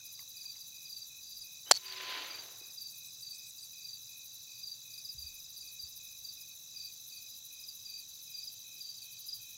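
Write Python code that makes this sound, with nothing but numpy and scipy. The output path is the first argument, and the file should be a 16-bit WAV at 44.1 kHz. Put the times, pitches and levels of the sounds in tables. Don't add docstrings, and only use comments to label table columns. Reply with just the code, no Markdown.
import sys
import numpy as np
from scipy import signal
from scipy.fft import rfft, irfft
from scipy.io import wavfile

SR = 44100
rng = np.random.default_rng(int(sys.argv[2]) if len(sys.argv) > 2 else 0)


def wav_out(sig):
    wavfile.write(sys.argv[1], SR, np.round(np.clip(np.atleast_2d(sig).T, -1, 1) * 32767).astype(np.int16))


def how_loud(loudness_db):
    steps = np.asarray(loudness_db, float) / 20
    return 10 ** steps


N = 422037

# (time [s], peak level [dB], pitch [Hz], t60 [s], noise share [0-1])
SHOT_BLOWS = [(1.7106, -17, 6600, 0.006014, 0.7), (1.7106, -19, 3700, .006, .6),
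              (1.7135, -15, 3250, .008, .4), (1.7119, -8, 746, 0.0066, .05),
              (1.7122, -9.5, 1420, 0.0047, 0), (1.7124, -12.5, 5750, 0.0073, .2),
              (1.7126, -11.5, 2500, .006, .4), (1.713, -10.5, 4150, .015, .1),
              (1.7121, -8.5, 4900, 0.017, 0.33), (1.7128, -8, 7360, .008, .05),
              (1.714, -9, 7360, .007, .05), (1.7123, -16, 9700, 0.016, 1), (1.7188, -19.5, 750, 0.0082, .1),
              (1.7184, -15.5, 3200, .01, 0.7), (1.7182, -11, 4300, 0.0087, .15),
              (1.7196, -15, 4400, .009, .15), (1.719, -19, 1750, .007, .3), (1.7128, -17.5, 2100, .007, .4),
              (1.7134, -13.5, 5900, .008, .3), (1.7184, -10, 5740, 0.0073, 0), (1.7184, -23, 8800, .01, .9)]
# (time [s], peak level [dB])
SPRING_RATTLES = [(1.731, -31), (1.739, -27), (1.745, -31), (1.75, -27), (1.755, -26), (1.76, -27),
                  (1.767, -32), (1.7692, -30), (1.7712, -30), (1.7732, -30)]
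# (time [s], peak level [dB], pitch [Hz],
# t60 [s], noise share [0-1])
HANDLING_TAPS = [(1.922, -29, 4380, .02, .4), (1.764, -32, 5900, .012, .7), (.192, -49, 2040, .022, .4),
                 (.192, -54, 1100, .022, .4), (.192, -54, 2850, .015, .6), (.206, -59, 1100, .03, .4),
                 (.205, -61, 1800, .025, .5), (.223, -62, 1100, .02, .6), (.461, -62, 1000, .025, .5),
                 (.562, -65, 1000, .03, .5), (.555, -64, 2800, .02, .9), (.442, -61, 1000, .035, .6),
                 (.442, -60, 2020, .03, .8), (.55, -64, 2000, .071, .95), (.002, -63, 1510, .037, .4),
                 (2.611, -58, 400, .078, .95), (5.145, -52.5, 120, .1, .1), (5.17, -51, 70, .2, .2),
                 (5.24, -49, 70, .11, .05), (5.83, -55, 75, .14, .15)]
# start and end (time [s]), (pitch [Hz])
SEAR_S = [1.663, 1.71]
SEAR_HZ = [2930, 3200]
# start and end (time [s]), (pitch [Hz])
RICOCHET_S = [2.285, 2.385]
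RICOCHET_HZ = [2220, 2530]
# (time [s], level [dB])
LIMITED_ECHO = [(1.737, -66), (1.772, -61.5), (1.8, -74), (1.85, -64.5), (1.98, -57), (2.12, -51.5),
                (2.2, -52.5), (2.45, -66.5), (2.75, -88)]
# (frequency [Hz], density [dB per Hz])
ECHO_SPECTRUM = [(200, -30), (320, -5.5), (1000, -5), (2500, 0), (4700, .5), (5400, -13), (7000, -34),
                 (9000, -32.5), (12000, -50.5)]
# (time [s], peak level [dB], pitch [Hz], t60 [s], noise share [0-1])
WALL_SLAPS = [(1.84, -48, 3360, .03, .9), (1.879, -46, 2600, .04, 0.8), (1.879, -42, 4200, 0.044, .95),
              (2.054, -46, 2580, .025, 0.7), (2.097, -45, 2640, .025, .8), (2.122, -41, 2900, 0.019, .9),
              (2.122, -39, 1500, .03, .7), (2.165, -40, 1900, .03, .8), (2.21, -42, 3000, .06, 0.4),
              (2.298, -48, 1200, 0.024, 0.8)]
# (pitch [Hz], level over echo [dB], damped from [s], damping [dB per s])
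METAL_RINGS = [
    (378, -3, 2.045, 598),
    (1018, 2.5, 2.14, 26),
]

# (first stroke [s], strokes [count], peak level [dB], pitch [Hz])
LOW_CHIRPS = [(.462, 2, -39, 4680), (.931, 2, -40, 4670), (1.025, 1, -40.5, 4640), (1.866, 2, -40, 4680),
              (2.312, 3, -39, 4680), (2.783, 3, -39, 4680), (3.233, 3, -40, 4650), (3.854, 3, -39, 4680),
              (4.64, 3, -37.5, 4690), (5.189, 3, -39.5, 4700), (5.801, 2, -39, 4690), (6.253, 2, -39, 4670),
              (6.77, 3, -39, 4670), (7.863, 3, -40, 4690), (7.966, 1, -39.5, 4660), (8.352, 2, -38, 4700),
              (8.814, 3, -38.5, 4680)]
BRIGHT_CHIRPS = [(.372, 2.5, -41.5, 4800), (1.238, 5, -41, 4810), (3.588, 2, -43.5, 4800),
                 (4.941, 1.7, -42.5, 4830), (5.571, 1.9, -42.5, 4780), (5.68, 1, -45, 4760),
                 (7.13, 2, -43.5, 4730), (7.997, 1.46, -44, 4730), (8.98, 1.66, -44.5, 4700)]
HIGH_CHIRPS = [(.154, 2.5, -43.5, 4800), (.309, 1, -50, 4870), (.529, 2.9, -44, 4820), (.765, 1, -53, 4930),
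               (.86, 1.9, -43, 4820), (1.678, 1, -52, 4940), (1.968, 1.2, -43.5, 5000), (2.6, 2, -49, 4880),
               (2.709, 1, -50, 4930), (3.399, 2, -50.5, 4810), (3.783, 2, -49, 4780), (4.074, 1, -51, 4900),
               (4.406, 1, -53, 5000), (4.771, 2, -52, 4830), (4.91, 1, -51.5, 4730),
               (5.054, 1.8, -36.5, 4880), (5.362, 1, -54, 4840), (5.928, 2, -49, 4880),
               (6.375, 2, -47.5, 4970), (7.297, 2, -50.5, 4870), (7.598, 2, -46, 4970),
               (7.69, 1, -39, 4860), (7.801, 1, -53, 5000), (8.322, 1, -50, 4950), (8.436, 1.9, -37, 4870),
               (8.772, 1, -51.5, 4960), (8.947, 1, -48, 4880), (9.249, 1, -47, 4850),
               (9.291, 1.62, -35, 4890)]
FAINT_CHIRPS = [(.06, 2, -51.5, 4880), (.66, 3, -56, 4760), (1.55, 3, -55, 4740), (2.46, 2, -65, 4850),
                (2.925, 3, -55, 4780), (3.112, 3, -55, 4980), (3.35, 2, -48.5, 5050), (4.032, 1, -53, 4900),
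                (4.125, 1, -53, 4790), (4.217, 3, -54, 4770), (4.365, 1, -58, 4950), (4.452, 2, -61, 4980),
                (5.403, 2, -54, 5050), (5.878, 1, -52, 5030), (6.06, 2, -58, 5000), (6.325, 1, -51, 5030),
                (6.47, 2, -55, 4680), (6.78, 3, -49.5, 4980), (6.92, 2, -54, 4800), (7.102, 1, -51, 4680),
                (7.225, 4, -51.5, 5010), (7.75, 3, -55, 4900), (8.11, 3, -54.5, 4670),
                (8.275, 1, -52, 4980), (8.52, 3, -56.5, 4780), (8.73, 1, -54, 4980), (8.82, 4, -55, 5050),
                (9.135, 3, -54, 4760), (9.38, 2, -57, 4880)]
# (gap [s], slowing [s per stroke], swell [dB per stroke], first stroke higher [Hz],
# sag share [1], overtone [dB])
CHIRP_HABITS = [
    (.0395, .004, .6, 60, .6, -34),
    (.044, .001, 1.8, 0, 1.15, -13),
    (.043, 0, 2.5, 0, 1.1, -34),
    (.045, 0, 0, 0, 1, -34),
]
# (delay [s]), (level [dB])
REPEAT_S = [.0195, .031]
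REPEAT_DB = [-12, -16]

# (start [s], strokes [count])
TREE_CHIRPS = [(-.04, 8), (.343, 8), (.72, 8), (1.098, 5), (1.433, 8), (1.823, 8), (2.214, 8), (2.603, 5),
               (2.931, 8), (3.324, 8), (3.728, 7), (4.086, 8), (4.468, 8), (4.848, 8), (5.228, 8),
               (5.621, 8), (5.995, 8), (6.371, 8), (6.742, 8), (7.114, 8), (7.482, 8), (7.865, 8),
               (8.269, 8), (8.642, 8), (9.016, 8), (9.396, 8)]
SKIPPED_S = [.428, 6.456, 7.482]
# (pitch [Hz], fall [Hz], sounding share of period [0-1], level [dB], overtone [dB])
TRILL_VOICES = [(6156, 480, .62, -49, -41), (3941, 160, 0.66, -50.5, -20), (7000, 140, 0.4, -58, -42),
                (7273, 100, 0.25, -60.5, -40.5)]
# (rate [strokes per s], strokes at 0 s [count], drift [strokes], drift period [s],
# most ahead [s])
TRILL_PACES = [(80, .5, .36, 8.4, 6.8), (49.51, .14, .2, 7.8, 5.7), (12.7, .43, .25, 6.5, 5.3),
               (12.92, .45, .27, 8.5, 3.1)]
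# (phase slip per stroke [turns], pitch wander [Hz])
TRILL_SLIPS = [(.19, 9), (.14, 7), (.19, 9), (.19, 9)]

# (first [s], last [s], rasps [count])
RASP_PHRASES = [(.059, .21, 3), (.299, .523, 4), (.608, .984, 6), (1.08, 1.174, 2), (1.231, 1.532, 5),
                (1.616, 1.934, 5), (2.025, 2.248, 4), (2.283, 2.438, 3), (2.52, 2.594, 2),
                (2.676, 2.823, 3), (2.912, 3.138, 4), (3.223, 3.391, 3), (3.493, 3.727, 4),
                (3.794, 4.26, 7), (4.352, 4.76, 6), (4.865, 4.941, 2), (4.91, 5.353, 7), (5.401, 5.401, 1),
                (5.508, 5.732, 4), (5.824, 6.12, 5), (6.192, 6.492, 5), (6.56, 6.935, 6), (7.013, 7.229, 4),
                (7.305, 7.612, 5), (7.686, 7.902, 4), (7.997, 8.097, 2), (8.16, 8.682, 8), (8.749, 8.98, 4),
                (9.053, 9.505, 7)]
# (time [s], level [dB])
RASP_UNISON = [(0, -48), (.5, -52.5), (.95, -50.5), (1.15, -55), (1.4, -49.5), (2.25, -54.5), (2.8, -49),
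               (3.6, -52), (3.9, -53), (4.2, -50), (4.8, -54), (5.1, -50.5), (5.9, -49.5), (6.65, -54.5),
               (7.4, -49.5), (8.5, -50), (8.82, -52.5), (9.28, -46.5)]
WEAK_RASPS_S = [.76, 1.23, 1.62, 2.68, 3.95, 4.43, 4.52, 4.91, 4.98, 5.4, 6.71, 7.84, 8.1, 8.16, 8.9, 8.98,
                9.43, 9.505]
# (time [s], level [dB])
NEAR_RASPS = [(0.228, -53), (0.395, -57.3), (1.848, -58), (2.116, -57.2), (2.453, -54.5), (2.718, -57.9),
              (2.823, -52), (2.877, -55.1), (2.96, -55.2), (3.04, -56.7), (3.471, -56.9), (3.659, -56.9),
              (4.331, -56.8), (4.7, -56), (4.837, -57.2), (5.128, -51.8), (5.225, -52), (5.299, -58.0),
              (5.427, -54.9), (5.744, -52), (5.971, -52.4), (6.072, -56.0), (6.151, -56.7), (6.239, -55.2),
              (6.341, -54), (6.412, -52), (6.601, -56.3), (6.844, -56.6), (7.039, -56.9), (7.107, -57),
              (7.281, -57.9), (7.356, -55.7), (7.725, -57.0), (7.798, -58.0), (8.011, -57.3),
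              (8.265, -56.6), (8.448, -55.5), (8.529, -55), (8.79, -57.5), (9.039, -59), (9.298, -55.1),
              (9.377, -54.2), (9.458, -53), (9.537, -53.0)]
# (end [s], level [dB])
SWELLING_BUZZES = [(2.96, -66), (3.1, -63), (3.24, -63), (3.37, -60), (3.51, -60), (3.649, -60.5)]
# (frequency [Hz], density [dB per Hz])
RASP_SPECTRUM = [(6000, -50.5), (8600, -16), (9800, -6), (11000, -1.5), (13500, 0), (15700, -2.5)]

# (pitch [Hz], width [Hz], level [dB])
FAR_CHORUS = [(2550, 120, -76), (3770, 270, -64.5), (3990, 130, -71), (4800, 330, -69.5),
              (5660, 430, -62.5), (6260, 330, -64.5), (7015, 300, -67), (8086, 323, -75)]
# (time [s]), (level [dB])
JOINING_S = [5.5, 9.3]
JOINING_DB = [-90, -72]
# (frequency [Hz], density [dB per Hz])
AIR_SPECTRUM = [(18, -75.5), (50, -29.5), (112, -9.5), (200, -20.5), (400, -27), (2200, -32), (5000, -27.5),
                (16000, -30.5)]
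# (time [s], level [dB])
BREEZE_PUFFS = [(0, -100), (1.2, -83), (1.4, -75), (1.6, -100), (5.05, -100), (5.2, -70.5), (5.6, -80),
                (6.3, -81.5), (7., -97), (8.1, -77), (8.6, -97), (9.399, -83)]


def evened(x):
    return x / np.sqrt(np.mean(x ** 2) + 1e-20)


def add(mix, start_s, sound):
    start = round(start_s * SR)
    part = mix[max(start, 0):][:max(len(sound) + min(start, 0), 0)]
    part += sound[max(-start, 0):][:len(part)]


def coloured(spectrum):
    f, db = np.transpose(spectrum)
    hz = np.fft.rfftfreq(N, 1 / SR)
    gain = how_loud(np.interp(np.log(hz + 1), np.log(f), db))
    return evened(irfft(rfft(rng.standard_normal(N)) * gain, N))


def band(hz, width_hz, size=N):
    bell = np.exp(-.5 * ((np.fft.rfftfreq(size, 1 / SR) - hz) / width_hz) ** 2)
    return evened(irfft(rfft(rng.standard_normal(size)) * bell, size))


def knocks(blows, rise_share=.078):
    out = np.zeros(N)
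    for s, db, hz, t60_s, noise in blows:
        rise_s = rise_share * t60_s
        t = np.arange(0, rise_s + t60_s, 1 / SR)
        shape = np.minimum(t / rise_s, 1) * how_loud(-60 * np.maximum(t - rise_s, 0) / t60_s)
        rattle = .7 * band(hz, .15 * hz, size=16384)
        tick = .3 * band(1.3 * hz, .6 * hz, size=16384)
        mode = np.sin(2 * np.pi * hz * t)
        add(out, s, how_loud(db) * shape * ((1 - noise) * mode + noise * (rattle + tick)[:len(t)]))
    return out


def glide(span_s, span_hz, db):
    t = np.arange(N) / SR
    u = np.clip((t - span_s[0]) / (span_s[1] - span_s[0]), 0, 1)
    turns = np.cumsum(np.interp(t, span_s, span_hz) + 40 * band(60, 40)) / SR
    shape = np.sqrt(np.abs(np.sin(np.pi * u)))
    return how_loud(db + 2.5 * band(50, 30)) * shape * np.sin(2 * np.pi * turns)


def rifle_crack():
    ceiling = .68
    limited = ceiling * np.tanh(knocks(SHOT_BLOWS) / ceiling)
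    return signal.sosfilt(signal.butter(4, 360, "high", fs=SR, output="sos"), limited)


def spring_rattle():
    rattles = [(s, db, 4446, .01, .3) for s, db in SPRING_RATTLES]
    ticks = [(s, db - 12, 6000, .007, .95) for s, db in SPRING_RATTLES]
    return knocks(rattles + ticks, rise_share=.16)


def yard_echo():
    clamp_s, even_s, dulling_db_per_s = 1.79, 2.226, 22.5
    t = np.arange(N) / SR
    echo_db = np.interp(t, *np.transpose(LIMITED_ECHO), -120, -120)
    opened = t > clamp_s
    dull_db = dulling_db_per_s * (t - even_s) * opened
    wash = coloured(ECHO_SPECTRUM) * how_loud(1.5 * band(30.3, 21.99))
    low = signal.sosfilt(signal.butter(2, 1500, fs=SR, output="sos"), wash)
    high = wash - low
    echo = how_loud(echo_db + np.minimum(dull_db, 12) + 10) * low + how_loud(echo_db + 9.5) * high
    rings = np.zeros(N)
    for hz, db, damped_s, db_per_s in METAL_RINGS:
        ring_db = echo_db + db - db_per_s * np.maximum(t - damped_s, 0)
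        rings += how_loud(ring_db) * opened * np.sin(2 * np.pi * hz * t)
    trigger = how_loud(-48.5) * np.interp(t, [1.645, 1.7, 1.712], [0, 1, 0]) * low
    ricochet = glide(RICOCHET_S, RICOCHET_HZ, -54)
    sear = glide(SEAR_S, SEAR_HZ, -51)
    return echo + rings + trigger + knocks(WALL_SLAPS) + ricochet + sear


def katydids(far_db=-61, rise_s=.02995, fall_s=.03, late_s=-.001):
    offbeat_s, offbeat_from_db, offbeat_db = .042, -51.5, -58
    power, buzz = np.full(N, how_loud(2 * far_db)), np.zeros(N)
    rise, fall = round(rise_s * SR), round(fall_s * SR)
    shape = np.r_[np.hanning(2 * rise)[:rise], np.hanning(2 * fall)[fall:]]

    index = np.arange(len(shape))
    short_shape = np.interp(np.arange(0, len(shape), 1 / .76), index, shape)
    for s, db in NEAR_RASPS:
        add(power, s - .74 * rise_s, how_loud(2 * db) * short_shape ** 2)

    times = np.concatenate([np.linspace(*row) for row in RASP_PHRASES])
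    levels = np.interp(times, *np.transpose(RASP_UNISON))
    levels -= 3 * (np.abs(times[:, None] - WEAK_RASPS_S).min(1) < .02)
    for s, db, luck in zip(times, levels, rng.standard_normal(len(times))):
        at = s + late_s - rise_s
        add(power, at, how_loud(2 * (db + .797 * luck)) * shape ** 2)
        gap_db = offbeat_db - 1.8 * max(db - offbeat_from_db, 0)
        add(power, at + offbeat_s, how_loud(2 * gap_db) * shape ** 2)

    for s, db in SWELLING_BUZZES:
        add(buzz, s - .09, how_loud(db) * np.linspace(0, 1, round(.09 * SR)))
    teeth = how_loud(1.1 * band(302.5, 199.5))
    rasp = np.sqrt(power) * evened(teeth * coloured(RASP_SPECTRUM))
    return rasp + buzz * (band(7970, 250) + .91 * band(9000, 700))


def stroke(u, hz, fall_hz, overtone_db, start=0, rise=.25, climb_hz=0, square=2):
    pitch = hz + fall_hz * (.35 - u ** 1.3) - climb_hz * np.exp(-u / .16)
    phase = 2 * np.pi * (np.cumsum(pitch) / SR + start)
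    shape = np.minimum(u / rise, 1) * np.sqrt(np.clip(1 - u ** square, 0, 1))
    return shape * (np.sin(phase) + how_loud(overtone_db) * np.sin(2 * phase))


def field_crickets(far_chirps=70, far_db=-59.5):
    length_s, fall_hz, rise = .021, 480, .33
    out = np.zeros(N)
    u = np.arange(0, length_s, 1 / SR) / length_s
    low_u = np.linspace(0, 1, round(.019 * SR))
    groups = (LOW_CHIRPS, BRIGHT_CHIRPS, HIGH_CHIRPS, FAINT_CHIRPS)
    for chirps, (gap_s, slowing_s, swell_db, lift_hz, sag, overtone_db) in zip(groups, CHIRP_HABITS):
        low = chirps is LOW_CHIRPS
        wing = low_u if low else u
        for (s, strokes, db, hz), chance in zip(chirps, rng.random((len(chirps), 5))):
            for k in range(round(strokes)):
                at = s + k * gap_s + slowing_s * k * (k - 1) / 2 - .46 * length_s
                below_db = swell_db * (strokes - 1 - k)
                pitch = hz + 65 * low + lift_hz * (k == 0)
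                tone = stroke(wing, pitch, sag * fall_hz, overtone_db - 2 * below_db, chance[k], rise,
                              climb_hz=300 * low, square=2 + 6 * low)
                sound = how_loud(db - .7 * low - below_db) * tone
                add(out, at - .001 * low, sound)
                for late_s, repeat_db in zip(REPEAT_S, REPEAT_DB):
                    echo = how_loud(repeat_db - 3 * (not low)) * sound
                    add(out, at + late_s + .002 * chance[4], echo)
    for at, pitch, near, start in rng.random((far_chirps, 4)):
        for k in range(3):
            tone = stroke(u, 4650 + 450 * pitch, fall_hz, -34, start)
            add(out, at * N / SR + .043 * k, how_loud(far_db + 6 * near) * tone)
    return out


def trill(pace, voice, steadiness):
    rate, first, drift, period_s, ahead_s = pace
    hz, fall_hz, share, db, overtone_db = voice
    slip, wander_hz = steadiness
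    t = np.arange(N) / SR
    strokes = first + rate * t + drift * np.cos(2 * np.pi * (t - ahead_s) / period_s) + .5 * share + 1
    number = strokes.astype(int)
    strength, steps = rng.standard_normal((2, number.max() + 2))
    start = slip * np.cumsum(steps)
    u = np.minimum(strokes % 1 / share, 1)
    wander = wander_hz * np.interp(t, np.arange(40) / 4, rng.standard_normal(40))
    return how_loud(db + .7 * strength[number]) * stroke(u, hz + wander, fall_hz, overtone_db, start[number])


def tree_crickets(db=-58.5, period_s=.0213, answer_db=-69):
    out = np.zeros(N)
    u = np.linspace(0, 1, round(.0198 * SR))
    answer_u = np.linspace(0, 1, round(.015 * SR))
    for (s, count), chance in zip(TREE_CHIRPS, rng.random((len(TREE_CHIRPS), 32))):
        for k in range(count):
            at = s + k * period_s
            if np.min(np.abs(np.subtract(SKIPPED_S, at))) <= period_s / 2:
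                continue
            level_db = db - .5 * (k == 0) + 2.2 * (chance[k + 23] - .5)
            add(out, at, how_loud(level_db) * stroke(u, 2535, 170, -44, chance[k], climb_hz=89, square=4))
        for k in range(7):
            at = s + count * period_s + .046 + .015 * chance[31] + k * period_s
            level_db = answer_db + 3.6 * chance[16 + k] - k / 2
            add(out, at, how_loud(level_db) * stroke(answer_u, 2620, 90, -40.5, chance[8 + k]))
    return out


def leaves(x, t60_s=.12):
    t = np.arange(200, 6000) / SR
    tail = rng.standard_normal(len(t)) * how_loud(-60 * t / t60_s)
    return signal.oaconvolve(x, np.r_[np.zeros(200), tail / np.linalg.norm(tail)])[:N]


def night_air():
    t = np.arange(N) / SR
    breeze = how_loud(np.interp(t, *np.transpose(BREEZE_PUFFS))) * band(48.04, 28)
    chorus = np.zeros(N)
    for hz, width_hz, db in FAR_CHORUS:
        chorus += how_loud(db + 1.3 * band(40, 34)) * band(hz, width_hz)
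    chorus += how_loud(np.interp(t, JOINING_S, JOINING_DB)) * band(3220, 129.5)
    return how_loud(-67) * coloured(AIR_SPECTRUM) + chorus + breeze


def scene():
    rifle = rifle_crack() + spring_rattle() + knocks(HANDLING_TAPS) + yard_echo()
    trills = sum(trill(*row) for row in zip(TRILL_PACES, TRILL_VOICES, TRILL_SLIPS))
    steady = trills + tree_crickets()
    chirps = field_crickets()
    scatter = leaves(how_loud(-11) * steady + how_loud(-6.5) * chirps)
    return (rifle + katydids() + chirps + steady + scatter + night_air())[None]


def top_cut(x):
    return signal.sosfilt(signal.butter(12, 16350, fs=SR, output="sos"), x)


def record(dry):
    edge = signal.firwin(301, 15900, window=("kaiser", 4), fs=SR)
    mix = signal.oaconvolve(dry, edge[None], "same")
    return top_cut(mix)


dry = scene()
out = record(dry)
wav_out(out)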